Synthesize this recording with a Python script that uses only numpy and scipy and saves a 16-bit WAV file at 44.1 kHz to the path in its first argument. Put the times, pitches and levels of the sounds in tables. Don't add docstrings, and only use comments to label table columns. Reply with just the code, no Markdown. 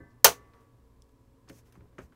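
import sys
import numpy as np
from scipy import signal
from scipy.fft import rfft, irfft
from scipy.io import wavfile
from scipy.ndimage import uniform_filter1d

SR = 44100
rng = np.random.default_rng(int(sys.argv[2]) if len(sys.argv) > 2 else 0)


def rack_gain(trim_db):
    fader = np.asarray(trim_db, float)
    return 10 ** (fader / 20)


def store_wav(level_fs):
    pcm = np.round(np.clip(np.atleast_2d(level_fs), -1, 1) * 32767)
    wavfile.write(sys.argv[1], SR, pcm.T.astype(np.int16))


N = 94815


def evened(x):
    return x / np.sqrt(np.mean(x ** 2) + 1e-20)


def read(points, hz):
    f, value = np.transpose(points)
    return np.interp(np.log(hz + 1), np.log(f + 1), value)


def add(mix, s, sound):
    part = mix[max(round(s * SR), 0):][:len(sound)]
    part += sound[:len(part)]


def tint(x, db_of_hz):
    hz = np.fft.rfftfreq(len(x), 1 / SR)
    return irfft(rfft(x) * rack_gain(db_of_hz(hz)), len(x))


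def ring(hz, t60, phase, swell_s=0.0001):
    t = np.arange(int(1.2 * t60 * SR)) / SR
    swell = 1 - np.exp(-(t / swell_s) ** 2)
    return swell * rack_gain(-60 * t / t60) * np.cos(2 * np.pi * (hz * t + phase))


# start in
# seconds, level in dB.
SLIPS = [(0.2452, -36), (.2440, -19.5), (0.2446, 1.5), (.2460, 0.5), (0.2471, 0), (.2490, -3.5),
         (0.251, -12), (0.2522, -9), (0.2557, -13.5), (0.2582, -13), (.2645, -18), (.2685, -19),
         (.2795, -24.5)]
MAIN_SLIP_S = SLIPS[2][0]
# frequency in Hz, level in dB per Hz.
SNAP_SPECTRUM = [(150, -30), (500, -8), (900, -4.5), (2000, -11), (4300, -9), (6400, 2), (8500, -8),
                 (14000, -3.5)]


def splintering():
    out, t = np.zeros(N), np.arange(4096) / SR
    peak_s, level_db = 0.00072, -2.5
    pulse = np.e * t / peak_s * np.exp(-t / peak_s)
    for s, db in SLIPS:
        grit = evened(tint(rng.standard_normal(len(t)), lambda hz: read(SNAP_SPECTRUM, hz)))
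        add(out, s, rack_gain(db + level_db) * grit * pulse)
    return out


# frequency in Hz, level in dB, t60 in seconds.
SHELL_MODES = [(420, -9, .12), (483, -9, .1), (561, 4, .1), (685, -1.5, 0.15), (876, 1.5, .09),
               (909, 0, .1), (1091, -5, .16), (1222, -2.5, 0.13), (1489, -2.5, .1), (1746, 0.5, 0.062),
               (2480, -4.5, .09), (2986, -6.5, .1), (3162, -0.5, .09), (6105, 4, .08)]
# frequency in Hz, level in dB, t60 in seconds, swell in seconds.
PANEL_MODES = [(414.7, -0.5, 0.16, .018), (477.4, -4, .19, .022), (611, -9.5, .15, .01),
               (840.1, -4.5, 0.15, .003), (950, -2, .11, .003), (1417, -4, .13, .004),
               (1570, -7, .12, .004), (3612, -8.5, 0.061, 0.0034), (4098, -5, .09, 0.0022),
               (4390, -2.5, 0.092, 0.0015), (6030, -2, .09, 0.0028), (6520, -4.5, 0.082, 0.0034),
               (8850, -6, 0.099, .002), (9650, -8, .09, 0.0018)]


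def shell_and_panel():
    out = np.zeros(N)
    shell = [(hz, db, t60, 2 / hz) for hz, db, t60 in SHELL_MODES]
    for modes in (shell, PANEL_MODES):
        for k, (hz, db, t60, swell_s) in enumerate(modes):
            sign = (-1) ** k
            mode = ring(hz, t60, rng.uniform(.7, .8), swell_s)
            add(out, MAIN_SLIP_S, sign * rack_gain(db - 17) * mode)
    return out


# frequency in Hz, level in dB per Hz.
ECHO_SPECTRUM = [(300, -21), (500, -10.5), (1800, -12.5), (3000, -12), (5200, -16), (6200, -10),
                 (7400, -17), (16300, -18)]
# frequency in Hz, t60 in seconds.
ECHO_DECAY = [(80, 0.35), (300, 0.18), (700, .16), (3000, 0.14), (6000, .145), (15000, .135)]


def room_echo():
    out = np.zeros(N)
    rise_s, level_db = 0.0064, -11.5
    hz, frame_s, z = signal.stft(rng.standard_normal(SR), SR, nperseg=256, noverlap=192)
    decay_db = 60 * frame_s / read(ECHO_DECAY, hz)[:, None]
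    z = z * rack_gain(read(ECHO_SPECTRUM, hz)[:, None] - decay_db)
    tail = signal.istft(z, SR, nperseg=256, noverlap=192)[1]
    tail = tail / np.sqrt(np.mean(tail[:200] ** 2))
    rise = 1 - np.exp(-(np.arange(len(tail)) / SR / rise_s) ** 2)
    add(out, MAIN_SLIP_S, rack_gain(level_db) * tail * rise)
    return out


def crack():
    low_cut = signal.butter(3, 240, "high", fs=SR, output="sos")
    return signal.sosfilt(low_cut, splintering() + shell_and_panel() + room_echo())


# frequency in Hz, t60 in seconds, level in dB from the
# earlier knock, level in dB from the crack, level in dB from the settling tick.
STEEL_MODES = [(1140, 0.88, -67, -50.5, -63.5), (1550, .44, -60, -60.5, -77), (1740, .5, -61.5, -58, -81),
               (948.4, 0.51, -69.5, -70, -75), (1200, .8, -75.5, -66, -72), (1769, .6, -63.5, -52.5, -83),
               (1980, 0.48, -72.5, -66, -101), (2010, 0.75, -67.5, -58, -82),
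               (2014.6, .5, -71.5, -66.5, -95), (1255, 0.55, -76, -58, -70.5), (956, .8, -77.5, -61.5, -70),
               (5719, .8, -95.5, -75, -88), (457, .5, -73, -53, -63)]
STEEL_STRUCK_S = [
    0,
    .245,
    .535,
]


def chassis():
    out = np.zeros(N)
    for hz, t60, *levels in STEEL_MODES:
        for s, db in zip(STEEL_STRUCK_S, levels):
            add(out, s, rack_gain(db) * ring(hz, t60, rng.random(), 0.0048))
    return out


# start in seconds, level in dB, centre in Hz,
# width in octaves, t60 in seconds.
TICKS = [(.535, -66, 2397, 1.16, .05), (.607, -72, 5926, 1.5, 0.029), (1.021, -55, 6505, 0.92, 0.0081),
         (1.021, -63.5, 3496, .2, .01), (1.0208, -61, 5270, .18, 0.0098), (0.104, -78, 5000, 0.55, 0.11),
         (1.093, -66.5, 4204, 0.98, .007), (1.119, -71, 10500, .8, .007), (1.475, -63, 998, 0.75, 0.033),
         (1.479, -65, 2198, 1.7, .03), (1.484, -56, 1000, 1.2, 0.041), (1.488, -55, 5500, 0.7, 0.033),
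         (1.496, -52.5, 2130, 3.1, 0.042), (1.499, -56, 1800, 0.61, 0.057), (1.583, -67, 12000, 0.63, .05),
         (1.584, -68, 6400, .3, .05), (1.7235, -61, 2294, 3.5, 0.037), (1.74, -69, 1700, .9, 0.03),
         (1.754, -59.5, 1170, 0.89, 0.046), (1.761, -68.5, 1700, 0.66, 0.072),
         (1.856, -67.5, 910, 1.2, .04), (1.807, -65.5, 1190, 1.4, 0.053), (1.928, -72, 1200, 1.25, .04),
         (1.9829, -46, 1440, 0.85, 0.068), (1.992, -59.5, 1500, 0.79, 0.19),
         (1.985, -62.5, 6300, 0.46, 0.048), (2.1226, -62.5, 1312, 0.98, 0.04),
         (2.128, -74.5, 2000, .8, .15)]


def ticks():
    out, t = np.zeros(N), np.arange(8192) / SR
    tail_db, tail_t60, ring_db, ring_share = -27, 0.27, -11.5, 0.68
    noise = rng.standard_normal((len(TICKS), len(t)))
    chance = rng.random((len(TICKS), len(SHELL_MODES), 2))
    for (s, db, centre_hz, octaves, t60), row, draws in zip(TICKS, noise, chance):
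        colour_db = lambda hz: -9 * (np.log2((hz + 1) / centre_hz) / octaves) ** 2
        fade = rack_gain(-60 * t / t60) + rack_gain(tail_db - 60 * t / tail_t60)
        attack = np.minimum(t / 0.00013, 1)
        add(out, s, rack_gain(db) * fade * attack * evened(tint(row, colour_db)))
        for (hz, _, mode_t60), (phase, detune) in zip(SHELL_MODES, draws):
            hz = hz * (1 + 0.18 * (detune - .5))
            mode = ring(hz, min(ring_share * mode_t60, 1.5 * t60), phase)
            add(out, s, rack_gain(db + ring_db + colour_db(hz)) * mode)
    return out


# start in seconds, level in dB,
# brightness in dB per octave, share of the free ring time.
KNOCKS = [(0, -38.5, -5.5, 0.68), (0.247, -31, -1.5, 0.98), (1.497, -39.5, 0.5, 0.44),
          (1.506, -43.5, -4.5, 0.34), (1.521, -45, -2, 0.48), (1.548, -47.5, -5.5, 0.42),
          (1.771, -44, -7.5, .7), (1.788, -51, -2, 0.54), (1.805, -47.5, -9.5, 0.67),
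          (1.856, -56, -5, 0.51), (1.986, -43, 3, 0.43), (2.001, -47.5, 0.5, 0.58),
          (2.015, -48.5, -7.5, 0.86), (2.09, -54, -5, .9)]
# frequency in Hz, level in dB, t60 in seconds, swell in seconds.
DESK_MODES = [(70, 1, 0.23, 0.027), (119, -3, .15, 0.01), (170.5, 1, .2, .01), (270.16, 1, .2, 0.0049),
              (320, -1.5, 0.22, .006), (411, -3.5, 0.33, .008), (541, -5.5, 0.37, 0.0045),
              (670, -9.5, 0.04, 0.0048)]


def desk():
    out, chance = np.zeros(N), rng.random((len(KNOCKS), len(DESK_MODES), 3))
    for (s, db, tilt_db, ring_share), draws in zip(KNOCKS, chance):
        for (hz, mode_db, t60, swell_s), (phase, detune, spread) in zip(DESK_MODES, draws):
            level_db = db - 6 + mode_db + tilt_db * np.log2(hz / 200) + 4 * (spread - .5)
            mode = ring(hz * (1 + .06 * (detune - .5)), ring_share * t60, phase, swell_s)
            add(out, s, rack_gain(level_db) * mode)
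    return out


# start in seconds, length in seconds, level in dB, dullness in dB.
RUBS = [
    (1.488, 0.14, -66.5, -4),
    (1.577, 0.035, -67, 15),
    (1.536, 0.084, -69.5, -8),
    (1.646, .065, -76, 10),
    (1.729, 0.063, -74, 12),
    (1.998, 0.078, -70, 3),
]
# frequency in Hz, level in dB per Hz.
RUB_SPECTRUM = [(300, -13), (2500, -6.5), (3770, -11.5), (6300, -3), (7710, -8.5), (13700, -10),
                (16000, -15)]


def fingers():
    out, noise = np.zeros(N), rng.standard_normal((len(RUBS), 2, 12000))
    for (s, length, db, dull_db), (hiss, roughness) in zip(RUBS, noise):
        colour_db = lambda hz: read(RUB_SPECTRUM, hz) + dull_db * np.log2(1 + 3000 / (hz + 200)) / 2
        progress = np.clip(np.arange(len(hiss)) / SR / length, 0, 1)
        arch = np.sin(np.pi * progress ** 0.74) ** 1.04
        grain = rack_gain(1.5 * evened(uniform_filter1d(roughness, size=150)))
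        add(out, s, rack_gain(db) * evened(tint(hiss, colour_db)) * grain * arch)
    return out


# start in seconds, level in dB,
# rise in seconds, t60 in seconds, brightness in dB per octave.
WASHES = [(0, -58.5, 0.00039, 1, -2), (.25, -53.5, 0.013, 1, 2.5), (.535, -64, .005, 0.56, 3),
          (.6, -72, 0.0098, .3, 6.5), (1.475, -54.5, 0.014, 0.36, 0.5), (1.569, -70, .02, 0.35, 5),
          (1.65, -67.5, 0.0098, 0.41, 6.5), (1.72, -62, 0.018, 0.7, 0), (1.801, -59.5, 0.012, 0.71, -3.5),
          (1.92, -76.5, .01, 0.49, 5), (1.984, -42.5, 0.0021, 0.16, 1), (2.117, -68.5, 0.0051, 0.35, 3.5)]
# frequency in Hz, level in dB per Hz.
WASH_SPECTRUM = [(40, -7), (100, 0), (400, -2), (1000, -12), (2000, -20.5), (3500, -35), (8000, -44.5),
                 (16000, -52)]


def wash():
    out, t = np.zeros(N), np.arange(SR) / SR
    noise = rng.standard_normal((len(WASHES), SR))
    for (s, db, rise_s, t60, tilt_db), row in zip(WASHES, noise):
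        colour_db = lambda hz: read(WASH_SPECTRUM, hz) + tilt_db * np.log2(hz / 500 + 0.0099)
        swell = 1 - np.exp(-t / rise_s)
        add(out, s, rack_gain(db - 60 * t / t60) * swell * evened(tint(row, colour_db)))
    return out


# frequency in Hz, level in dB per Hz.
FLOOR_SPECTRUM = [(15, -15.5), (35, -6), (110, -7), (150, -17.5), (330, -17.5), (780, -29), (3200, -41.5),
                  (15900, -47)]
# frequency in Hz, width in Hz, level in dB.
FAN_BANDS = [(254, 89, -75.5), (433, 41, -79), (988.6, 120, -79.5), (1260, 100, -90.5)]


def fan():
    out = rack_gain(-64) * evened(tint(rng.standard_normal(N), lambda hz: read(FLOOR_SPECTRUM, hz)))
    for band_hz, width, db in FAN_BANDS:
        resonance_db = lambda hz: -20 * np.log10(1 + (2 * (hz - band_hz) / width) ** 2)
        out += rack_gain(db) * evened(tint(rng.standard_normal(N), resonance_db))
    return out


# frequency in Hz, rms level in dB.
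HUM_TONES = [(59.2, -68.5), (118.4, -67), (242.2, -77), (269.2, -77), (457.6, -78.5), (543.7, -79.5),
             (1028, -87), (1130, -86), (1680, -92.5), (5367, -103), (7671, -97.5), (12958, -101)]


def hum():
    out, t = np.zeros(N), np.arange(N) / SR
    for hz, db in HUM_TONES:
        drift = uniform_filter1d(rng.standard_normal(N), size=4000)
        waver = evened(uniform_filter1d(drift, size=4000))
        tone = np.sin(2 * np.pi * (hz * t + rng.random()))
        out += np.sqrt(2) * rack_gain(db - 0.5 + 2.5 * waver) * tone
    return out


def scene():
    case = crack() + chassis() + ticks()
    return (case + desk() + fingers() + wash() + fan() + hum())[None]


def top_cut(x):
    return signal.sosfilt(signal.butter(12, 16480, fs=SR, output="sos"), x)


def record(dry):
    ceiling, edge_hz = 1.1, 15800
    held = dry / (1 + np.abs(dry / ceiling) ** 4) ** (1 / 4)
    low_pass = signal.firwin(255, edge_hz, window=("kaiser", 5), fs=SR)
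    mix = signal.oaconvolve(held, low_pass[None], "same")
    return top_cut(mix)


dry = scene()
out = record(dry)
store_wav(out)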